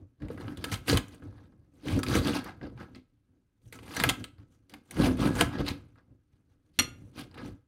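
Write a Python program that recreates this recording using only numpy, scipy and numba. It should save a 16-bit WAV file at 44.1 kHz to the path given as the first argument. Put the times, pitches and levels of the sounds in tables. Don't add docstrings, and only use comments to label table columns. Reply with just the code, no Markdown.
import sys
import numpy as np
from scipy import signal
from scipy.fft import rfft, irfft
from scipy.io import wavfile
from scipy.ndimage import uniform_filter1d
from numba import njit

SR = 44100
rng = np.random.default_rng(int(sys.argv[2]) if len(sys.argv) > 2 else 0)


def waveform_to_disk(signal):
    frames = np.transpose(np.atleast_2d(signal))
    scaled = np.clip(frames, -1, 1) * 32767
    samples = np.round(scaled).astype(np.int16)
    wavfile.write(sys.argv[1], SR, samples)


N = 338247
T = np.arange(N) / SR

# full force from in seconds, climb in seconds,
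# hold in seconds, relative crumb level in dB, coarse crumbs over it in dB, fine crumbs over it in dB,
# relative board shake in dB.
BLADE_STROKES = [(0.0, .03, .02, -95, 0, -2, -56), (0.224, .03, .03, -69, 3, -18, -41),
                 (0.31, .04, .04, -70, 0, -4, -45), (0.394, .03, .13, -67, 7, -5, -44),
                 (0.58, .03, .04, -63, -2, -11, -46), (0.655, .03, .04, -59, 4, -4, -44),
                 (0.735, .04, .0, -42, -6, -3, -44), (0.886, .025, .025, -35, -4, -3, -33),
                 (0.94, .04, .025, -43, 2, -9, -31), (1.135, .1, .01, -65, -7, -9, -58),
                 (1.237, .05, .03, -77, 6, -9, -52), (1.33, .05, .1, -82, 6, -12, -62),
                 (1.74, .03, .04, -86, -3, 1, -66), (1.875, .07, .07, -48, -3, -9, -34),
                 (1.96, .04, .02, -54, -7, -6, -28), (2.09, .05, .01, -49, 2, -4, -31),
                 (2.152, .1, .02, -37, 0, -4, -23), (2.27, .1, .03, -42, 0, -8, -28),
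                 (2.35, .06, .02, -40, -1, -9, -35), (2.47, .1, .02, -57, 9, -14, -44),
                 (2.63, .03, .04, -66, 5, -20, -39), (2.8, .04, .03, -61, 7, -13, -49),
                 (2.958, .02, .005, -62, -15, -15, -52), (3.35, .15, .02, -110, 0, -10, -69),
                 (3.66, .06, .02, -84, -16, 8, -65), (3.735, .02, .02, -61, -1, -2, -55),
                 (3.86, .12, .02, -65, 0, -5, -53), (3.96, .12, .05, -47, 0, -4, -44),
                 (4.05, .1, .055, -45, 0, -8, -35), (4.2, .06, .02, -70, -1, 0, -44),
                 (4.398, .03, .01, -79, 4, -9, -60), (4.52, .06, .03, -85, -1, 2, -73),
                 (4.704, .025, .07, -70, -4, -9, -55), (4.86, .05, .02, -88, 3, 6, -72),
                 (4.92, .03, .02, -64, 2, -4, -54), (5.0, .07, .075, -42, 2, -7, -23),
                 (5.11, .04, .02, -66, -3, 0, -30), (5.195, .04, .03, -48, 1, -8, -27),
                 (5.26, .05, .015, -44, 4, -5, -23), (5.411, .1, .005, -37, 3, -4, -22),
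                 (5.53, .1, .03, -55, 5, -15, -43), (5.595, .05, .01, -51, 3, -11, -27),
                 (5.685, .05, .005, -39, -5, -11, -39), (5.98, .02, .0, -80, 12, -22, -68),
                 (6.11, .1, .02, -110, 0, -10, -63), (6.33, .04, .03, -90, 0, -6, -80),
                 (6.5, .04, .04, -92, 2, -6, -78), (6.66, .04, .04, -92, 0, -2, -74),
                 (6.74, .02, .04, -77, -16, -6, -82), (6.8, .02, .01, -85, -6, -3, -37),
                 (6.98, .08, .12, -92, -10, 6, -70), (7.175, .05, .04, -53, -3, -9, -44),
                 (7.383, .06, .02, -59, 7, -22, -44), (7.45, .08, .03, -63, -3, -9, -48)]
# time in seconds, relative board shake in dB.
HAND_SHIFTS = [(0.0, -66), (0.17, -82), (0.3, -58), (1.1, -59), (1.3, -57), (1.75, -70), (2.5, -60),
               (2.97, -58), (3.04, -81), (3.57, -85), (3.75, -64), (4.25, -68), (4.88, -78), (5.75, -50),
               (5.95, -68), (6.24, -85), (6.4, -76), (6.75, -80), (6.87, -54), (7.07, -60), (7.14, -71),
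               (7.52, -52), (7.67, -90)]
HANDS_CRUMBS_OVER_DB = [-26, -33, -34]
# start in seconds, relative peak in dB, coarse part over it in dB,
# fine part over it in dB, relative knock on the board in dB.
SNAPS = [(0.2024, -64, 6, -8, -60), (0.2197, -50, 3.5, -12, -62), (0.2833, -45.5, 0.5, -9, -52),
         (0.3022, -49.5, 7.5, -20, -30.5), (0.375, -47, 5, -12, -47), (0.4088, -46, -2, -11, -46),
         (0.4418, -56.5, 9, -17, -51), (0.4807, -42, 0, -23, -49), (0.5723, -40, -11, -4, -59),
         (0.6412, -22.5, -7, -6, -35), (0.7154, -31, -10.5, -7, -44), (0.7218, -30, -3.5, -3.5, -43),
         (0.74, -27.5, -8.5, -10, -60), (0.8807, -23, -2.5, -9.5, -31), (0.8968, -16.5, -7.5, -14, -33),
         (0.9289, -23, -8, -14.5, -18.5), (0.9722, -14.5, -8, -7.5, -34), (1.0824, -55, -10, 6, -62),
         (1.131, -51.5, -3, -13, -61), (1.1444, -55, 0, 3, -52), (1.2214, -59, 11.5, -17, -52),
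         (1.3022, -69, -0.5, -32, -65), (1.3808, -60, 6, -21, -75), (1.4545, -65, 3, -20.5, -78),
         (1.5212, -72, 9, -18, -69), (1.8554, -46, -8, -3, -38), (1.8838, -40, -14.5, -7.5, -37),
         (1.9905, -38, 5.5, 3, -40.5), (2.0315, -24.5, -5, -5, -62), (2.0646, -25.5, -12.5, -17, -47),
         (2.0842, -30, -14.5, -7, -44), (2.154, -27, 0, -3.5, -27.5), (2.2142, -40, 6, -7, -35),
         (2.4413, -45, -3, 1, -49), (2.6127, -51.5, 14.5, -29, -51), (2.6312, -56, 2, -30, -61),
         (2.7754, -51, 2, -18, -58), (2.9482, -42.5, -12, -21, -61), (3.6174, -68, -12, -4, -75),
         (3.6564, -62, -18, -5, -73), (3.7252, -36, -9, -5.5, -48), (3.7886, -45.5, -3.5, -10.5, -50.5),
         (3.83, -45.5, -6, -8, -50.5), (3.879, -44, -7.5, -7.5, -50), (3.9078, -41, 0, -15, -47),
         (3.9647, -26.5, 3, -2, -39.5), (3.9994, -16, -4.5, -11, -39.5), (4.0369, -11, -4.5, -7, -27.5),
         (4.0901, -11.5, -10.5, -6.5, -31.5), (4.0956, -21.5, -13, -8, -36), (4.2408, -31.5, -14, -7, -50),
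         (4.2796, -51, -11, -13, -62), (4.3824, -63, 2, -12, -65), (4.6956, -47.5, -16, -2.5, -71),
         (4.7383, -34.5, -6, -11.5, -60), (4.9093, -36, -10.5, 1, -60), (4.9671, -37, -2.5, -10, -38.5),
         (5.1706, -42, -4, -4.5, -51), (5.3522, -35.5, 1.5, 0, -53), (5.4096, -12, -1.5, -6.5, -23),
         (5.5856, -36, -3.5, -28, -37), (5.6645, -30, -7, -14, -46), (5.687, -32, -10, -9, -48),
         (5.957, -65, 7.5, -9, -75), (5.9848, -64, 4, -20, -69), (7.1918, -35, -12, -6, -50),
         (7.3125, -53.5, -4, -16, -66), (7.3422, -42, -7, -12, -64), (7.3778, -43, -2, -15, -45),
         (7.459, -50, 6, 1, -61)]
SNAP_DECAYS_S = [0.052, 0.035, 0.043]
# frequency in Hz, relative level in dB.
CRUMB_COLOURS = [
    [(400, -21.5), (700, -3), (1200, -2), (1700, -2.5), (3200, -26)],
    [(1100, -24), (2100, -1.5), (3400, -4), (4800, -5.5), (7000, -26)],
    [(4000, -26), (5800, 1.5), (7600, -4.5), (8800, -0.5), (14300, -7.5), (16000, -12)],
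]
# lowest in Hz, highest in Hz.
CRUMB_PITCHES = [(700, 1900), (1900, 5650), (5300, 13000)]
# frequency in Hz, width in Hz, relative spectral peak in dB.
CRUST_MODES = [(875, 130, -4), (1307, 13, 10.5), (1676, 46, 7.5), (2140, 55, 1), (5180, 170, -13)]
# frequency in Hz, width in Hz, relative spectral peak in dB.
BOARD_MODES = [(211, 56, -5.5), (256.4, 13, 3), (287.1, 28, 6), (347, 34, -6.5), (468.5, 31, -7.5),
               (510, 13, -15.5)]
# frequency in Hz, width in Hz, relative spectral peak in dB.
COUNTER_MODES = [(60, 25, -8), (95.5, 19, -1.5), (113.3, 22, 1)]
# time in seconds, relative level in dB.
BOARD_THUMPS = [(0.02, -50), (0.23, -33), (0.44, -41), (0.575, -38), (0.73, -31), (0.93, -17), (1.27, -45),
                (1.92, -28), (1.98, -32), (2.09, -29), (2.18, -23), (2.64, -42), (2.75, -48), (3.3, -72),
                (3.66, -51), (3.82, -50), (4.01, -26), (4.07, -37), (4.2, -46), (4.4, -53), (4.99, -25),
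                (5.08, -31), (5.18, -30), (5.34, -31), (5.44, -27), (5.6, -29), (5.7, -35), (6.11, -53),
                (6.33, -62), (6.5, -66), (6.72, -63), (6.8, -43), (7.02, -49), (7.2, -43), (7.5, -56)]
# frequency in Hz, relative level in dB.
AIR_COLOUR = [(15, -27.5), (25, 2), (105, 4), (229, -9), (285, -3.5), (607, -26.5), (1610, -27),
              (7310, -40.5), (8590, -41), (16000, -44.5)]
# frequency in Hz, relative level in dB, decay by 60 dB in seconds.
BLADE_MODES = [(1233, -13, .15), (1416, -12, .15), (2095, -8, .12), (2240, -9, .1), (2750, -6, .12),
               (2942, -8, .12), (3275, -7, .1), (4245, -2, .12), (4404, -9, .1), (5757, 0, .13),
               (6910, -5, .08), (7617, -15, .1), (8349, -12, .1), (8990, -4, .08), (9225, -7, .09),
               (9964, -13, .09), (11270, -6, .08), (11440, -9, .08), (13460, -17, .1), (15440, -30, .07)]

CLIMB_DB = 30
CRUST_FALL_DB_S, BOARD_FALL_DB_S, COUNTER_FALL_DB_S = 480, 320, 400
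LINGER_DB, LINGER_FALL_DB_S = -27, 150
GRAIN_FLOOR_DB = -102
STROKE_COUNTER_DB, HANDS_COUNTER_DB = -12, 5
THUMP_CLIMB_S, THUMP_HOLD_S = .04, .005
AIR_DB = -74
ROOM_T60_S, ROOM_TREBLE_T60_S, ROOM_DB = .38, .24, -14
CLINK_S, CLINK_DB = 6.7895, -24
TOP_HZ = 15800


def undb(db):
    return 10 ** (np.asarray(db) / 20)


def level(x, db):
    return x * undb(db) / np.sqrt(np.mean(x ** 2))


def unit(h):
    return h / np.sqrt(np.sum(h ** 2))


def through(x, h):
    return signal.fftconvolve(x, h)[:N]


def curves(table):
    s, *columns = np.transpose(table)
    return [np.interp(T, s, c) for c in columns]


def response(points, size=2048):
    hz, db = np.transpose(points)
    grid = np.maximum(np.arange(size // 2 + 1), 1) * SR / size
    colour_db = np.interp(np.log(grid), np.log(hz), db, left=-70, right=-70)
    ceps = irfft(np.log(undb(colour_db)))
    ceps[1:size // 2] *= 2
    ceps[size // 2 + 1:] = 0
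    return unit(irfft(np.exp(rfft(ceps))))


def ring(modes):
    t = T[:SR // 4]
    out = 0
    for hz, width_hz, db in modes:
        decay = np.exp(-np.pi * width_hz * t)
        out = out + undb(db) * 2 * np.pi * width_hz / SR * decay * np.sin(2 * np.pi * hz * t)
    return out


def grains(per_s, spread_db):
    hit = rng.random(N) < per_s / SR
    size = undb(spread_db * rng.exponential(size=N))
    return level(hit * rng.standard_normal(N) * size, 0)


def bursts(times, db, t60):
    out = np.zeros(N)
    out[(np.asarray(times) * SR).astype(int)] = undb(db)
    return through(out, 1000. ** (-T[:SR // 4] / max(t60, .001)))


def swells(s, climb, hold, top_db, fall_db_s):
    t = T[::64, None]
    climbing = CLIMB_DB * (s - t) / np.maximum(climb, .005)
    falling = fall_db_s * (t - s - hold)
    under_db = np.maximum(np.maximum(climbing, falling), 0)
    return np.interp(T, t.ravel(), undb(top_db - under_db).sum(axis=1))


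def force(stroke_db, hands_db, fall_db_s):
    s, climb, hold, *_ = np.transpose(BLADE_STROKES)
    strokes = swells(s, climb, hold, stroke_db, fall_db_s)
    linger = swells(s, climb, hold, stroke_db + LINGER_DB, LINGER_FALL_DB_S)
    return strokes + linger + undb(curves(HAND_SHIFTS)[0] + hands_db)


@njit
def resonate(x, hz, sharp):
    y, band, low = np.empty(len(x)), 0., 0.
    for i in range(len(x)):
        g = np.tan(np.pi * hz[i] / SR)
        v = (band + g * (x[i] - low)) / (1 + g * (g + 1 / sharp))
        band, low, y[i] = 2 * v - band, low + 2 * g * v, v / sharp
    return y


def crust():
    s, peak_db, coarse_db, fine_db, _ = np.transpose(SNAPS)
    *_, crumbs_db, coarser_db, finer_db, _ = np.transpose(BLADE_STROKES)
    clump = undb(2.0 * level(uniform_filter1d(rng.standard_normal(N), SR // 120), 0))
    snap_grains = grains(14000, spread_db=2.0)
    sizes = zip((coarser_db, 0, finer_db), HANDS_CRUMBS_OVER_DB, (coarse_db, 0, fine_db),
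                SNAP_DECAYS_S, CRUMB_COLOURS, CRUMB_PITCHES)
    out = 0
    for over_db, hands_db, snap_db, t60, colour, (lo_hz, hi_hz) in sizes:
        gain = force(crumbs_db + over_db, hands_db, CRUST_FALL_DB_S) + undb(GRAIN_FLOOR_DB)
        crumbs = gain * clump * grains(8000, spread_db=1.4)
        snaps = bursts(s, peak_db + snap_db - 7.5, t60) * snap_grains
        broken = through(crumbs + snaps, response(colour))
        piece = np.cumsum(rng.random(N) < 1 / (.006 * SR))
        pitch_hz = lo_hz * (hi_hz / lo_hz) ** rng.random(N)[piece]
        ringing = resonate(broken + 1e-18, pitch_hz, 5.0)
        out = out + undb(-1.5) * broken + undb(1.5) * ringing
    return out + through(out, ring(CRUST_MODES)) * undb(-6)


def wood():
    board_db = np.transpose(BLADE_STROKES)[-1]
    board = force(board_db, 0, BOARD_FALL_DB_S)
    shake = through(board * grains(1500, spread_db=1.5), unit(ring(BOARD_MODES)))

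    thump_s, thump_db = np.transpose(BOARD_THUMPS)
    thumps = swells(thump_s, THUMP_CLIMB_S, THUMP_HOLD_S, thump_db, COUNTER_FALL_DB_S)
    counter = thumps + force(board_db + STROKE_COUNTER_DB, HANDS_COUNTER_DB, BOARD_FALL_DB_S)
    sway = through(counter * grains(1000, spread_db=2.0), unit(ring(COUNTER_MODES)))

    s, *_, knock_db = np.transpose(SNAPS)
    upper = ring(BOARD_MODES[-2:])
    knocks = through(bursts(s, knock_db - 20.5, 0.0032), upper / upper.max())
    high_pass = signal.butter(4, 52, "high", fs=SR, output="sos")
    return signal.sosfilt(high_pass, shake + sway + knocks)


def kitchen_air():
    return level(through(rng.standard_normal(N), response(AIR_COLOUR, size=8192)), AIR_DB)


def room(x):
    t = T[:SR // 2]
    low = uniform_filter1d(rng.standard_normal(len(t)), size=9) * 1000. ** (-t / ROOM_T60_S)
    treble = rng.standard_normal(len(t)) * 1000. ** (-t / ROOM_TREBLE_T60_S)
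    tail = (low + treble) * (t > .004)
    return through(x, undb(ROOM_DB) * unit(tail))


def clink():
    t = np.maximum(T - CLINK_S, 0)
    tones = 0
    for hz, db, t60 in BLADE_MODES:
        pair = np.sin(2 * np.pi * hz * t) + .8 * np.sin(2 * np.pi * 1.003 * hz * t)
        tones = tones + undb(db) * 1000. ** (-t / t60) * pair
    chatter = 1 + .45 * level(uniform_filter1d(rng.standard_normal(N), SR // 250), 0)
    tones = tones * chatter * np.minimum(t / .0012, 1)
    colour = response([(300, -16), (800, -5), (2800, 0), (3800, -6), (4800, -19), (9000, -18),
                       (11500, -26), (14000, -50), (16000, -55)])
    fade = bursts([CLINK_S], [5], 0.041) + bursts([CLINK_S], [-9], 0.15)
    rattle = fade * through(rng.standard_normal(N), colour)
    thud = through(bursts([CLINK_S], [-6], 0.0036), unit(ring(BOARD_MODES)))
    return undb(CLINK_DB) * (tones + rattle + thud)


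def scene():
    near = crust() + clink()
    return (near + room(near) + wood() + kitchen_air())[None]


def record(dry):
    return signal.sosfilt(signal.ellip(10, .2, 70, TOP_HZ, fs=SR, output="sos"), dry)


dry = scene()
out = record(dry)
waveform_to_disk(out)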